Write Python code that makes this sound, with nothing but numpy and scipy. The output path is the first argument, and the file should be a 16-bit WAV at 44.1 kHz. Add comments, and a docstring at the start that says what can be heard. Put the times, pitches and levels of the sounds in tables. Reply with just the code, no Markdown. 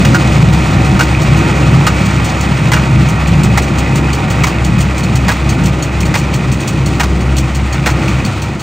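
"""Hay baler behind a diesel tractor

A small square baler works hay in an open field, drawing slowly away. The periodic firing of four
cylinders makes the exhaust drone; the sheet-steel body booms and clatters, gears whine and hay hisses.
Impacts excite resonant modes: the plunger knocks once a stroke and the pickup ticks five times a stroke.
Two close microphone ports hear it, and the peaks are limited and clipped."""
import sys
import numpy as np
from scipy import signal
from scipy.fft import rfft, irfft, next_fast_len
from scipy.io import wavfile
from scipy.ndimage import uniform_filter1d, minimum_filter1d, map_coordinates

SR = 44100
rng = np.random.default_rng(int(sys.argv[2]) if len(sys.argv) > 2 else 0)


def store_wav(level_fs):
    """Save 16-bit WAV to argv[1]."""
    pcm = np.round(np.clip(np.atleast_2d(level_fs), -1, 1) * 32767)
    wavfile.write(sys.argv[1], SR, pcm.T.astype(np.int16))


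N = 380141
TIME = np.arange(N) / SR
FIRING_HZ, STROKE_S = 66.36, .8567  # mean firing rate; one turn of the plunger crank
SHARED = [[1], [0]]  # row 0 is common to both ports, row 1 is scattered sound


def amp(db):
    return 10 ** (np.asarray(db) / 20)

def unit_rms(x):
    return x / np.sqrt(np.mean(x ** 2) + 1e-20)

def log_interp(points, hz):
    """Interpolation on a logarithmic frequency axis."""
    knots_hz, values = np.transpose(points)
    return np.interp(np.log(hz + 1), np.log(knots_hz + 1), values)

def curves(rows):
    """Linear interpolation in time, one curve for each later column."""
    times, *columns = np.transpose(rows)
    return [np.interp(TIME, times, column) for column in columns]

def wobble(rate):
    """Smooth random modulation: a spline with `rate` knots a second."""
    at = np.arange(0, N + 16, 16)
    knots = rng.standard_normal(int(N * rate / SR) + 4)
    return np.interp(np.arange(N), at, map_coordinates(knots, [at * rate / SR]))

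def filtered(x, response):
    """Linear filtering: the spectrum times a frequency response."""
    size = next_fast_len(N + 8192)
    return irfft(rfft(x, size) * response(np.fft.rfftfreq(size, 1 / SR)), size)[..., :N]

def noise(spectrum, envelope):
    """Two independent noises under one envelope, coloured, at unit rms."""
    white = envelope * rng.standard_normal((2, N))
    return unit_rms(filtered(white, lambda hz: amp(log_interp(spectrum, hz))))


# Firing tone (time [s], level [dB])
FIRING_LEVEL = [(0, -20), (.3, -16), (1.3, -16), (2.4, -20), (3.2, -15), (4.2, -19), (5.3, -16.5),
                (5.8, -17), (6.7, -24.5), (7.3, -11), (7.7, -17.5), (8.15, -17), (8.35, -32), (8.62, -30)]
# Shaft orders (multiple of the firing rate, relative level [dB])
SHAFT_ORDERS = [(0.501, -36), (.75, -30), (1.25, -20.5), (1.5, -9.5), (2, -7), (2.5, -18.5), (3, -15.5),
                (4, -19), (5, -15.5)]

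def engine(boom_db, sag_hz=.72, sag_skew=.3, mesh_order=60, mesh_db=-25.5):
    """Frequency modulation: each stroke's load swings the firing tone, which beats with a steady gear."""
    crank = 2 * np.pi * (TIME - .78) / STROKE_S
    swing = np.sin(crank) - sag_skew / 2 * np.cos(2 * crank)  # quick drop, slow recovery
    firing_phase = 2 * np.pi * FIRING_HZ * TIME + sag_hz * STROKE_S * swing + .05 * wobble(6)
    orders = sum(amp(db + 3.74 * wobble(7)) * np.sin(order * firing_phase + 1.21 * wobble(3))
                 for order, db in SHAFT_ORDERS)
    orders *= amp(.5 * (boom_db - boom_db.mean()) - 16.5)  # radiated by the booming panels
    mesh_cycles = FIRING_HZ * .02 + mesh_order / STROKE_S * (TIME - .02)  # first beat near 0.02 s
    mesh = amp(mesh_db) * np.sin(2 * np.pi * mesh_cycles)
    level_db, = curves(FIRING_LEVEL)
    tone = amp(level_db + 1.1 * wobble(5)) * np.sin(firing_phase)
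    return np.sqrt(2) * (tone + mesh + orders) * SHARED, firing_phase


# Panel boom (time [s], level [dB])
PANEL_LEVEL = [(0, -9.5), (.9, -9), (1.5, -12.5), (1.9, -8.5), (2.35, -17), (2.65, -11), (3.5, -13),
               (4.1, -14), (4.7, -14), (5.9, -14.5), (6.6, -16.5), (7, -13.5), (7.45, -17.5), (8.25, -14.5),
               (8.32, -26), (8.55, -17.5), (8.62, -28)]
# Lull at plunger reversal (time [s], depth [dB])
REVERSAL_DIP = [(0, 4.5), (4.5, 4), (8.62, 0)]

def boom_level(first_lull_s=.21, lull_width_s=.059):
    """Amplitude modulation, in dB: the panels swell each half stroke and lull as the plunger reverses."""
    level_db, = curves(PANEL_LEVEL)
    depth_db, = curves(REVERSAL_DIP)
    half = STROKE_S / 2
    from_lull = (TIME - first_lull_s + half / 2) % half - half / 2
    lull = np.exp(-.5 * (from_lull / lull_width_s) ** 2)
    swell_db = np.sin(-2 * np.pi * from_lull / half)
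    return level_db + depth_db * (lull.mean() - lull) + swell_db + 2.34 * wobble(14)


# Boom spectrum (frequency [Hz], relative density [dB])
BOOM_SPECTRUM = [(15, -49), (32, -23), (50, -18), (82, -20), (100, -7), (120, -0.5), (139, 1.5),
                 (200, -8.5), (260, -21), (340, -74), (570, -120)]
# Growl spectrum (frequency [Hz], relative density [dB])
GROWL_SPECTRUM = [(120, -44), (200, -2.5), (248, -7), (322, -4.5), (366, -8), (415, -13), (645, -17),
                  (700, -23), (800, -14), (1040, -44), (1760, -120)]

def panels(firing_phase, boom_db, growl_db):
    """Forced vibration: steel panels radiate two low noise bands that pulse with the firings."""
    boom = noise(BOOM_SPECTRUM, 1 + .13 * np.cos(firing_phase))
    power = np.abs(uniform_filter1d(boom[0] ** 2, 1800))
    steady_boom = unit_rms(boom / (power + .037) ** .475)  # most random swelling is divided out
    growl = amp(growl_db + 1.3 * wobble(3.984)) * noise(GROWL_SPECTRUM, 1 + .2 * np.cos(firing_phase))
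    return amp(boom_db) * steady_boom + growl


# Chain clatter (frequency [Hz], relative density [dB])
CHAIN_SPECTRUM = [(320, -15.5), (550, -1.5), (644, -4), (694, -5), (782, -1.5), (1050, -3), (1240, -0.5),
                  (1440, -3), (1680, -10), (1880, -2.5), (2120, -5.5), (2520, -5), (2930, -12), (3300, -20),
                  (4290, -27), (7260, -120)]

def chains(firing_phase, jolts):
    """Dense impacts merge into noise that pulses with the firings."""
    pulse = 1 + .063 * np.cos(firing_phase)
    return noise(CHAIN_SPECTRUM, pulse * amp(.94 * jolts + .65 * wobble(200)))


# Hay hiss (frequency [Hz], relative density [dB])
HAY_SPECTRUM = [(2300, -22), (3000, 2), (4400, -1.5), (5300, -5), (7000, -4.5), (9000, -10.5),
                (11000, -22.5), (13000, -21), (16500, -23)]

def hay(jolts):
    """Friction noise: hay slides unevenly through the chamber."""
    return noise(HAY_SPECTRUM, amp(1.26 * jolts + .69 * wobble(17) + 1.1 * wobble(300)))


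# Gear meshes (mean frequency [Hz], starting level [dB])
GEAR_TONES = [(314.5, -30), (662, -37), (746, -36), (927, -36), (2340, -40), (2530, -36)]

def gears(firing_phase, clatter_db, wander_rad_per_hz=.0007, fade_db_per_s=.5):
    """Tooth-mesh tones follow the shaft speed and flicker under the uneven load."""
    rad_per_hz = firing_phase / FIRING_HZ
    tones = sum(amp(db + 3.94 * wobble(9)) * np.sin(hz * (rad_per_hz + wander_rad_per_hz * wobble(12)))
                for hz, db in GEAR_TONES)
    fade = amp(clatter_db - clatter_db[0] - fade_db_per_s * TIME)  # the baler turns away
    return fade * np.sqrt(2) * tones * SHARED


# Cylinder firings (place in the engine cycle [0-1], relative level [dB])
FIRINGS = [(.075, 0.5), (.335, -3), (.55, -8), (.82, -16)]
# Engine block modes (frequency [Hz], bandwidth [Hz], relative level [dB])
BLOCK_MODES = [(2488, 180, 0.5), (1870, 280, -10.5), (3410, 430, -17.5)]

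def combustion(clatter_db, jitter_s=.00049, decay_s=.003):
    """Impulse excitation: each firing raps the block's resonances with a noise burst."""
    place, db = np.transpose(FIRINGS)
    cycles = np.arange(int(N / SR * FIRING_HZ / len(place)) - 1)[:, None]
    scatter = rng.standard_normal((len(cycles), len(place), 2))
    times = (cycles + place) * len(place) / FIRING_HZ + jitter_s * scatter[..., 0]
    raps = np.bincount((times * SR).astype(int).ravel(), amp(db + 1.7 * scatter[..., 1]).ravel(), N)
    bursts = signal.lfilter([1], [1, -np.exp(-1 / (decay_s * SR))], raps) * rng.standard_normal(N)
    block = lambda f: sum((-1) ** k * amp(level) * 1j * f * width / (hz * hz - f * f + 1j * f * width)
                          for k, (hz, width, level) in enumerate(BLOCK_MODES))
    return amp(clatter_db - 11) * unit_rms(filtered(bursts, block)) * SHARED


def clinks(per_s=60, softest_db=-48, centre_hz=5500, t60_s=.03):
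    """Free decay: loose tines and links touch at random, each ringing at its own pitch."""
    out, t = np.zeros(N + SR), np.arange(SR // 20) / SR
    for place, size, pitch in rng.random((int(N / SR * per_s), 3)):
        hz = centre_hz * np.exp(1.1 * (pitch - .5))
        envelope = amp(softest_db - 3.5 * np.log(1 - size) - 60 * t / t60_s)
        out[int(place * N):][:len(t)] += envelope * np.sin(2 * np.pi * hz * t)
    return out[:N] * [[1], [.3]]


# Plunger knocks, and the pickup ticks that land right after them
# (time [s], crack [dB], ring [dB], ring centre [Hz], floor for outer modes [dB])
IMPACTS = [(0.0494, -13.5, -16.5, 2720, -6), (.1461, -12, -6.5, 1440, -13), (0.9926, -13, -11, 1320, -11),
           (1.0076, -18, -11, 1460, -12), (1.8664, -8.5, -7, 1330, -13), (2.7177, -11.5, -9.5, 2110, -15),
           (2.734, -12, -15, 1500, -3.5), (2.7646, -26, -17.5, 1270, -6.5), (2.8324, -35, -23, 2550, -13),
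           (3.5747, -11, -13, 2050, -14), (4.4363, -13, -13, 2100, -11), (4.4688, -16.5, -18.5, 1130, -11),
           (5.2824, -14, -12, 1860, -13), (5.2906, -17.5, -11, 1610, -9.5), (5.314, -21, -16, 1040, -11),
           (6.1407, -17, -13.5, 2090, -16), (6.153, -18, -15, 1150, -7), (6.9968, -18, -16, 1850, -11),
           (7.004, -16.5, -18.5, 960, -4), (7.033, -18, -33, 1256, -10), (7.8596, -15.5, -16.5, 1600, -5.5),
           (7.8678, -19, -21, 1880, -10), (7.889, -23.5, -19, 1300, -10)]
# Bale chamber modes (frequency [Hz])
CHAMBER_MODES = [480, 617, 865, 970, 1157, 1290, 1433, 1501, 1616, 1867, 2056, 2270, 2474, 2804]
# Impact crack (frequency [Hz], relative density [dB])
CRACK_SPECTRUM = [(400, -21), (800, 14.5), (2500, 4), (4500, 2.5), (7000, 0.5), (9000, -6), (12000, -11),
                  (16500, -11)]

def stroke_impacts(hold_s=.0075, snap_t60_s=.012):
    """Modal response: a plunger knock, or a pickup tick just after it, cracks and rings briefly."""
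    crack, ring, t = np.zeros(N + SR), np.zeros(N + SR), np.arange(SR // 4) / SR
    envelope = lambda t60_s: (1 - np.exp(-t / .00036)) * amp(-60 * np.maximum(t - hold_s, 0) / t60_s)
    hard_front = 1 + .8 * amp(-60 * t / snap_t60_s)
    for start_s, crack_db, ring_db, centre_hz, floor_db in IMPACTS:
        detune, strength = rng.standard_normal((2, len(CHAMBER_MODES)))
        pitches = CHAMBER_MODES * (1 + .012 * detune)
        nearness = 1 / (1 + (np.log(pitches / centre_hz) / .1) ** 2)
        levels = np.maximum(nearness, amp(floor_db)) * amp(1.9 * strength)
        modes = levels @ np.sin(2 * np.pi * pitches[:, None] * t)
        crack[round(start_s * SR):][:len(t)] += amp(crack_db) * envelope(t60_s=.077) * hard_front
        ring[round(start_s * SR):][:len(t)] += amp(ring_db) * envelope(t60_s=.072) * modes
    chatter = amp(1.3 * wobble(500))  # loose parts shake within the blow
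    return crack[:N] * noise(CRACK_SPECTRUM, chatter) + ring[:N] * SHARED


# Pickup ticks (time [s], rattle [dB], ring [dB])
TINE_TICKS = [(.3194, -33, -40), (.5294, -25, -47), (.8475, -30, -45), (1.0294, -25, -31),
              (1.216, -25, -35), (1.37, -25.5, -39), (2.053, -24, -45), (2.243, -22.5, -43),
              (2.407, -24.5, -36), (3.0859, -24, -34), (3.271, -26, -37), (3.432, -20, -38),
              (3.6192, -24, -46), (3.783, -23, -35), (3.9548, -21, -40), (4.13, -21, -30),
              (4.301, -23, -32), (4.4818, -28, -34), (4.6454, -24, -35), (4.783, -26.5, -44),
              (4.804, -21, -30), (4.9784, -22.5, -40), (5.034, -28, -32), (5.154, -21.5, -39),
              (5.322, -28, -34), (5.492, -21.5, -23), (5.6365, -26, -36), (5.657, -23.5, -33),
              (5.8247, -23.5, -24), (6.003, -22, -33), (6.054, -26, -30), (6.1714, -22.5, -30),
              (6.1894, -32, -34), (6.338, -22, -34), (6.5166, -22.5, -32), (6.6034, -27, -25),
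              (6.6752, -20.5, -35), (6.86, -23.5, -26), (7.2045, -33, -35), (7.3665, -19, -31),
              (7.3818, -26.5, -36), (7.5482, -23, -25), (7.7268, -25.5, -24.5), (7.9025, -27.5, -25),
              (8.0786, -27, -33), (8.2479, -23, -31), (8.419, -26.5, -28), (8.5953, -28.5, -30)]
# Tine modes (frequency [Hz], relative level [dB], 60 dB decay time [s])
TINE_MODES = [(3220, -9, .05), (4161, -8, .06), (4430, 2, 0.091), (5700, -6, .06), (6449, -5, .08),
              (6821, -5, .07), (8156, -11, .07), (8586, -10, .06)]
# Tine rattle (frequency [Hz], relative density [dB])
RATTLE_SPECTRUM = [(1500, -18), (3000, 3), (3900, -4.5), (4400, 3), (4900, -4), (6300, 2), (7500, 0.5),
                   (9000, -5), (12000, -13), (16500, -10)]

def pickup(rattle_s=.03):
    """Damped vibration: a tine bar snaps over its cam, rings thinly and rattles on."""
    rattle, ring, t = np.zeros(N + SR), np.zeros(N + SR), np.arange(SR // 4) / SR
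    attack = 1 - np.exp(-t / .0018)
    decay = amp(-60 * t / .041) + .59 / (1 + (t / rattle_s) ** 4)
    for start_s, rattle_db, ring_db in TINE_TICKS:
        modes = sum(amp(db + 3.8 * rng.standard_normal() - 60 * t / t60)
                    * np.sin(2 * np.pi * hz * rng.normal(1, .0078) * t) for hz, db, t60 in TINE_MODES)
        rattle[round(start_s * SR):][:len(t)] += amp(rattle_db) * attack * decay
        ring[round(start_s * SR):][:len(t)] += amp(ring_db) * modes
    return rattle[:N] * noise(RATTLE_SPECTRUM, amp(2.1 * wobble(400))) + ring[:N] * SHARED


# Working noise (time [s], growl [dB], clatter [dB], hay hiss [dB])
WORK_LEVELS = [(0, -16.5, -20.5, -27.5), (1.03, -18.5, -20.5, -29.5), (1.85, -19, -20, -28.5),
               (3.2, -21.5, -22, -31.5), (4.4, -21, -21.5, -32.5), (5, -24, -22.5, -33),
               (5.54, -19, -23, -33), (6.1, -22.5, -23.5, -34.5), (6.9, -21, -25, -32.5),
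               (7.56, -21, -25, -35), (8, -21, -21, -32.5), (8.3, -23, -23.5, -33), (8.62, -30, -28, -36.5)]

def scene():
    """Superposition: all sources add into a shared row and a scattered row."""
    growl_db, clatter_db, hiss_db = curves(WORK_LEVELS)
    boom_db = boom_level()
    mix, firing_phase = engine(boom_db)
    mix += panels(firing_phase, boom_db, growl_db)
    jolts = wobble(45)  # small knocks of links and bearings
    mix += amp(clatter_db) * chains(firing_phase, jolts) + amp(hiss_db) * hay(jolts)
    mix += gears(firing_phase, clatter_db) + combustion(clatter_db)
    return mix + stroke_impacts() + pickup() + clinks()


# Likeness of the ports (frequency [Hz], coherence [0-1])
PORT_COHERENCE = [(60, 0.99), (130, 0.99), (290, 0.99), (640, 0.98), (1410, 0.83), (2400, 1), (3300, 1),
                  (4400, 1), (7500, 1), (10000, 1), (15000, 1)]
# Port balance (frequency [Hz], left minus right [dB])
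PORT_BALANCE = [(60, 0.7), (380, .5), (700, -1), (1290, -2), (2000, -1.5), (2600, -0.6), (3600, 0)]
# Port phase (frequency [Hz], left lead [rad])
PORT_PHASE = [(0, 0.029), (600, -0.41), (1120, -0.52), (1700, -0.3), (2300, 0.068), (3000, 0.39), (4000, 0)]
# Stereo width, narrowing over time (time [s], side gain [dB])
SIDE_GAIN = [(0, 5.5), (2, 4), (4, 3.5), (6, 1), (7.2, -2.5), (8.62, -7)]

def microphone_ports(dry, slip_above_hz=8900, slip_zero_hz=8400, hz_per_turn=3620):
    """Partial coherence: two close ports hear nearly the same sound, apart in level and phase."""
    spread = lambda hz: np.arccos(np.clip(log_interp(PORT_COHERENCE, hz), -1, 1)) / 2
    shared, scattered = filtered(dry, lambda hz: np.array([np.cos(spread(hz)), np.sin(spread(hz))]))
    slip = lambda hz: 2 * np.pi * (slip_zero_hz - hz) / hz_per_turn
    phase = lambda hz: np.where(hz < slip_above_hz, np.interp(hz, *np.transpose(PORT_PHASE)), slip(hz))
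    port = lambda hz: amp(log_interp(PORT_BALANCE, hz) / 2) * np.exp(.5j * phase(hz))
    pair = np.array([shared + scattered, shared - scattered])
    left, right = filtered(pair, lambda hz: np.array([port(hz), 1 / port(hz)]))
    side = filtered(left - right, lambda hz: (hz > 250) & (hz < slip_above_hz)) / 2
    side_db, = curves(SIDE_GAIN)
    widening = (amp(side_db) - 1) * side
    return np.array([left + widening, right - widening])

def record(dry):
    """Peak limiting: a fast limiter and full-scale clipping, then a bass cut and band limit."""
    limit_db, bass_cut_hz, top_hz = 3, 33, 15780
    pair = microphone_ports(dry)
    needed = np.minimum(1, amp(limit_db) / (np.abs(pair).max(0) + 1e-9))
    gain = uniform_filter1d(minimum_filter1d(needed, size=441), size=441)  # 10 ms windows
    clipped = np.clip(gain * pair, -1, 1)
    passband = lambda hz: (hz < top_hz) / np.sqrt(1 + (bass_cut_hz / (hz + 1)) ** 4)
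    return np.clip(filtered(clipped, passband), -1, 1)


dry = scene()
out = record(dry)
store_wav(out)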